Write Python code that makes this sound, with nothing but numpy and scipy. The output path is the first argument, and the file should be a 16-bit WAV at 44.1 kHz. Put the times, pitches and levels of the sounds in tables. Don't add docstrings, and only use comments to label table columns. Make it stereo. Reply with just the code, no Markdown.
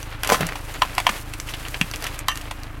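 import sys
import numpy as np
from scipy import signal
from scipy.fft import rfft, irfft, next_fast_len
from scipy.io import wavfile
from scipy.ndimage import map_coordinates

SR = 44100
rng = np.random.default_rng(int(sys.argv[2]) if len(sys.argv) > 2 else 0)


def materialize(psi):
    bounded = np.clip(np.atleast_2d(psi).T, -1, 1)
    quanta = np.round(bounded * 32767).astype(np.int16)
    wavfile.write(sys.argv[1], SR, quanta)


N = 123479

# (frequency [Hz], t60 [s])
ECHO_DECAY = [(200, 0.14), (2000, 0.082)]
# (frequency [Hz], side gain [dB])
SIDE_GAIN = [(100, -49), (500, -15.5), (2800, -16), (8000, -1.5)]
# (frequency [Hz], gain [dB])
EXHAUST_SPECTRUM = [(10, -28.5), (26, 2), (53, -2), (79, -10), (106, -5.5), (132, -9.5), (165, -29),
                    (225, -34.5), (300, -11), (380, -34), (1500, -95)]
MACHINE_SPECTRUM = [(30, -10), (110, 2), (200, -14), (300, -7), (385, -18.5), (470, -16), (1200, -13),
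                    (2800, -20.5), (4800, -50), (13000, -47)]
# (time [s], bark level [dB], dirt level [dB])
SLIDE_LEVELS = [(0, -41.5, -44), (.19, -43, -53), (.33, -31, -33), (.5, -37, -50), (.66, -43, -43),
                (.97, -36.5, -43), (1.16, -37.5, -36.5), (1.24, -47.5, -46), (1.5, -40.5, -44.5),
                (1.78, -39.5, -41), (1.87, -42.5, -45), (2.08, -37, -41.5), (2.19, -40, -46),
                (2.25, -48.5, -59), (2.32, -42, -44.5), (2.53, -41.5, -50.5), (2.8, -52.5, -54.5)]
# (frequency [Hz], gain [dB])
BARK_SPECTRUM = [(100, -13), (400, 3), (1500, 2), (2600, 1), (4500, -7), (9000, -28.5), (16000, -49)]
DIRT_SPECTRUM = [(1500, -6), (4800, 0.5), (12000, 0.5), (16000, -7.5)]
PILE_SPECTRUM = [(80, -3.5), (1000, 2.5), (3000, -12.5), (8000, -20)]
# (time [s], level [dB], pitch [Hz], t60 [s])
LOG_THUDS = [(0.319, -12, 216, 0.047), (0.402, -15.5, 159.4, 0.15), (0.4259, -12, 166, 0.072),
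             (1.098, -23, 203, 0.052), (1.813, -6, 178, 0.025)]
# (frequency [Hz], gain [dB])
SNAP_SPECTRUM = [(250, -18.5), (650, -8.5), (1500, -4), (2500, 0.5), (3300, -4.5), (4500, -11), (7000, -25),
                 (16000, -46)]
SPLINTER_SPECTRUM = [(500, -54), (2500, -12.5), (4500, 1), (6500, 3), (9000, -1), (12000, 1), (16000, -18)]
# (time [s], level [dB])
BARK_CHIPS = [(.029, -36.5), (.741, -38), (.951, -37), (1.684, -35.5), (1.913, -34.5), (1.960, -34),
              (2.024, -33.5), (2.191, -29.5), (2.2835, -24), (2.3565, -35.5), (2.634, -40)]
# (time [s], pitch [Hz], snap [dB], splinter [dB], t60 [s])
TWIG_SNAPS = [(.467, 2760, -37, -28.5, 0.011), (.488, 1610, -31, -38.5, 0.028),
              (1.336, 2760, -34, -35.5, 0.028), (1.400, 6200, -33.5, -32, .013),
              (1.488, 2630, -32, -33.5, 0.11), (1.538, 3700, -30, -39, 0.054), (1.651, 2620, -36, -49, .02),
              (1.743, 2050, -27, -49, 0.022), (1.937, 2630, -28.5, -37, 0.034),
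              (2.041, 2900, -34.5, -30, 0.013), (2.066, 2800, -30.5, -32.5, .04),
              (2.314, 2370, -31.5, -41, 0.028), (2.373, 1280, -34.5, -32.5, 0.018),
              (2.412, 2950, -37.5, -38.5, 0.023)]
# (ratio to pitch [-], level [dB])
STICK_MODES = [(0.799, -5), (1, 0), (1.202, -5.5)]
# (frequency [Hz], level [dB], t60 [s])
PIECE_MODES = [(1107, 1, 0.067), (1179, -7, 0.21), (1826, -4, 0.24), (2800, -11.5, 0.37), (3090, 1, .11),
               (3950, 9.5, 0.016), (6030, -13, 0.17)]
# (time [s], pitch [Hz], knock [dB], snap [dB], splinter [dB], t60 [s])
LIMB_CRACKS = [(.233, 1370, -33.5, -23.5, -27, 0.019), (.246, 1390, -30, -26, -31, 0.026),
               (.273, 1090, -38, -29.5, -25, 0.015), (.291, 820, -25, -24.5, -29, 0.016),
               (.2995, 653, -26.5, -17.5, -25.5, .014), (.320, 458, -14.5, -21, -24.5, 0.03),
               (0.3204, 823, -13.5, -26.5, -21, 0.13), (.3435, 1080, -20, -24, -32, 0.028),
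               (.407, 540, -26, -25.5, -28.5, 0.027), (0.555, 950, -31.5, -33, -39, 0.058),
               (.819, 1022, -13, -16, -32, 0.022), (.980, 974, -19, -18, -28.5, 0.034),
               (1.000, 874, -32, -26, -32, 0.027), (1.067, 905, -13.5, -13.5, -25, 0.021),
               (1.091, 1160, -21.5, -21, -29.5, 0.033), (1.8127, 2636, -16, -19.5, -27, 0.013),
               (2.283, 1090, -24.5, -24, -28.5, 0.042), (2.510, 852, -30, -29, -35.5, .024)]

ECHO_DB, TOP_HZ = -6.5, 16100
FIRING_HZ, EXHAUST_DB, MACHINE_DB = 26.64, -35, -41
COLLAPSE_S, COLLAPSE_DB, COLLAPSE_RISE_S, COLLAPSE_T60 = 0.299, -22, 0.0075, 0.64
BURST_S = 0.0088
RISE_SHARE = 0.032


def amp(db):
    return 10 ** (np.asarray(db) / 20)


def unit(x):
    return x / np.sqrt(np.mean(x ** 2) + 1e-20)


def along(points, hz):
    freqs, values = np.transpose(points)
    return np.interp(np.log(hz + 1), np.log(freqs + 1), values)


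def curves(rows):
    times, *columns = np.transpose(rows)
    return [np.interp(np.arange(N) / SR, times, column) for column in columns]


def wobble(rate):
    knots = rng.standard_normal(int(N * rate / SR) + 4)
    return map_coordinates(knots, [np.arange(N) * rate / SR])


def colour(x, spectrum):
    n = x.shape[-1]
    m = 2 * next_fast_len(n)
    gain = amp(along(spectrum, np.fft.rfftfreq(m, 1 / SR)))
    cepstrum = irfft(np.log(gain), m)
    cepstrum[1:m // 2] *= 2
    cepstrum[m // 2 + 1:] = 0
    return irfft(rfft(x, m) * np.exp(rfft(cepstrum)), m)[..., :n]


def stereo(pair, spectrum):
    mid, side = colour(pair, spectrum)
    side = colour(side, SIDE_GAIN)
    return unit(np.array([mid + side, mid - side]))


def add(out, s, x):
    part = out[:, max(0, round(s * SR)):][:, :x.shape[-1]]
    part += x[..., :part.shape[1]]


def ring(modes, rise_s, rough=0.01):
    t = np.arange(SR // 4) / SR
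    x = np.zeros(len(t))
    for hz, db, t60 in modes:
        wander = rng.random() + rough / 2 * np.cumsum(rng.standard_normal(len(t)))
        x += amp(db - 60 * t / t60) * np.sin(2 * np.pi * (hz * t + wander))
    return (1 - np.exp(-t / rise_s)) * x


def grains(spectrum, rate, spread_db, bed, tick_s=0.00045):
    hits = (rng.random(N) < rate / SR) * amp(spread_db * np.minimum(rng.exponential(size=N), 2))
    decays = signal.lfilter([1], [1, -np.exp(-1 / (tick_s * SR))], hits)
    ticks = decays * rng.standard_normal((2, N))
    return stereo(unit(ticks) + bed * rng.standard_normal((2, N)), spectrum)


def tree_echo(x):
    hz, t, noise = signal.stft(rng.standard_normal((2, SR // 2)), SR, nperseg=256)
    decay = amp(-60 * t / along(ECHO_DECAY, hz)[:, None])
    tail = signal.istft(noise * decay, SR, nperseg=256)[1]
    tail = stereo(tail, [(1000, 0)])
    return signal.fftconvolve(x, tail / np.linalg.norm(tail[0]), axes=1)[:, :N]


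def engine(scatter_db=1.2, clatter_depth=0.24):
    cycles = .05 + FIRING_HZ * np.arange(N) / SR + .02 * wobble(12)
    firings = np.diff(np.floor(np.abs(cycles)), prepend=-1)
    puffs = firings * amp(scatter_db * rng.standard_normal(N))
    exhaust = unit(colour(puffs - puffs.mean(), EXHAUST_SPECTRUM))
    clatter = 1 + clatter_depth * np.cos(2 * np.pi * cycles)
    machine = stereo(rng.standard_normal((2, N)), MACHINE_SPECTRUM) * clatter
    return amp(MACHINE_DB) * machine - amp(EXHAUST_DB) * exhaust


def debris():
    bark_db, dirt_db = curves(SLIDE_LEVELS)
    bark = amp(bark_db + 2.83 * wobble(39.97)) * grains(BARK_SPECTRUM, rate=380, spread_db=3, bed=1.1)
    dirt = amp(dirt_db + 1.8 * wobble(70)) * grains(DIRT_SPECTRUM, rate=700, spread_db=5, bed=1.6)
    return bark + dirt


def collapse():
    t = np.arange(N) / SR - COLLAPSE_S
    rise = np.exp(np.minimum(t, 0) / COLLAPSE_RISE_S)
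    decay = amp(COLLAPSE_DB - 60 * np.maximum(t, 0) / COLLAPSE_T60)
    return rise * decay * grains(PILE_SPECTRUM, rate=840, spread_db=2, bed=0.42)


def logs():
    out = np.zeros((2, N))
    for s, db, hz, t60 in LOG_THUDS:
        modes = [(hz, 0, t60), (hz * 1.54, -10, t60 / 2)]
        add(out, s, amp(db) * ring(modes, rise_s=RISE_SHARE * t60, rough=0))
    return out


def tear(spectrum, t60, ragged=0.45):
    t = np.arange(SR // 4) / SR
    sizes = np.exp(ragged * np.repeat(rng.standard_normal(len(t)), 8)[:len(t)])
    envelope = (1 - np.exp(-t / (RISE_SHARE * t60))) * amp(-60 * t / t60)
    volley = rng.standard_normal((2, len(t))) * sizes * envelope
    return stereo(volley, spectrum) * np.sqrt(BURST_S / t[-1])


def knock(hz, t60_cycles=17.5):
    modes = [(hz * ratio, db, t60_cycles / hz) for ratio, db in STICK_MODES]
    highpass = signal.butter(2, hz / 2, "highpass", fs=SR, output="sos")
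    x = signal.sosfilt(highpass, ring(modes, rise_s=0.0012))
    return x * np.sqrt(BURST_S * SR) / np.linalg.norm(x)


def chips(t60=0.0052, snap_db=-5.5):
    out = np.zeros((2, N))
    for s, db in BARK_CHIPS:
        tick = tear(SPLINTER_SPECTRUM, t60) + amp(snap_db) * tear(SNAP_SPECTRUM, t60)
        add(out, s, amp(db) * tick)
    return out


def twigs(note_db=-2):
    out = np.zeros((2, N))
    for s, hz, snap_db, splinter_db, t60 in TWIG_SNAPS:
        snap = amp(note_db) * knock(hz) + tear(SNAP_SPECTRUM, t60)
        add(out, s, amp(snap_db) * snap + amp(splinter_db) * tear(SPLINTER_SPECTRUM, t60))
    return out


def ringing_piece(start_s=2.283, db=-20.5):
    out = np.zeros((2, N))
    ringing = ring(PIECE_MODES, rise_s=0.0013, rough=0.014)
    rattle = 1 + .4 * wobble(rate=400)[:len(ringing)]
    add(out, start_s, amp(db) * ringing * rattle)
    return out


def limbs(strain_db=-24, strain_t60=0.021):
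    out = np.zeros((2, N))
    for s, hz, knock_db, snap_db, splinter_db, t60 in LIMB_CRACKS:
        strain = tear(SNAP_SPECTRUM, strain_t60)[:, :SR // 20][:, ::-1]
        add(out, s - strain.shape[1] / SR, amp(snap_db + strain_db) * strain)
        add(out, s, amp(knock_db) * knock(hz))
        add(out, s, amp(snap_db) * tear(SNAP_SPECTRUM, t60))
        add(out, s, amp(splinter_db) * tear(SPLINTER_SPECTRUM, t60))
    return out


def scene():
    wood = limbs() + ringing_piece() + twigs() + chips() + logs() + collapse()
    return wood + amp(ECHO_DB) * tree_echo(wood) + debris() + engine()


def record(dry):
    m = next_fast_len(N + SR // 2)
    passband = np.fft.rfftfreq(m, 1 / SR) < TOP_HZ
    return irfft(rfft(np.clip(dry, -1, 1), m) * passband, m)[:, :N]


dry = scene()
out = record(dry)
materialize(out)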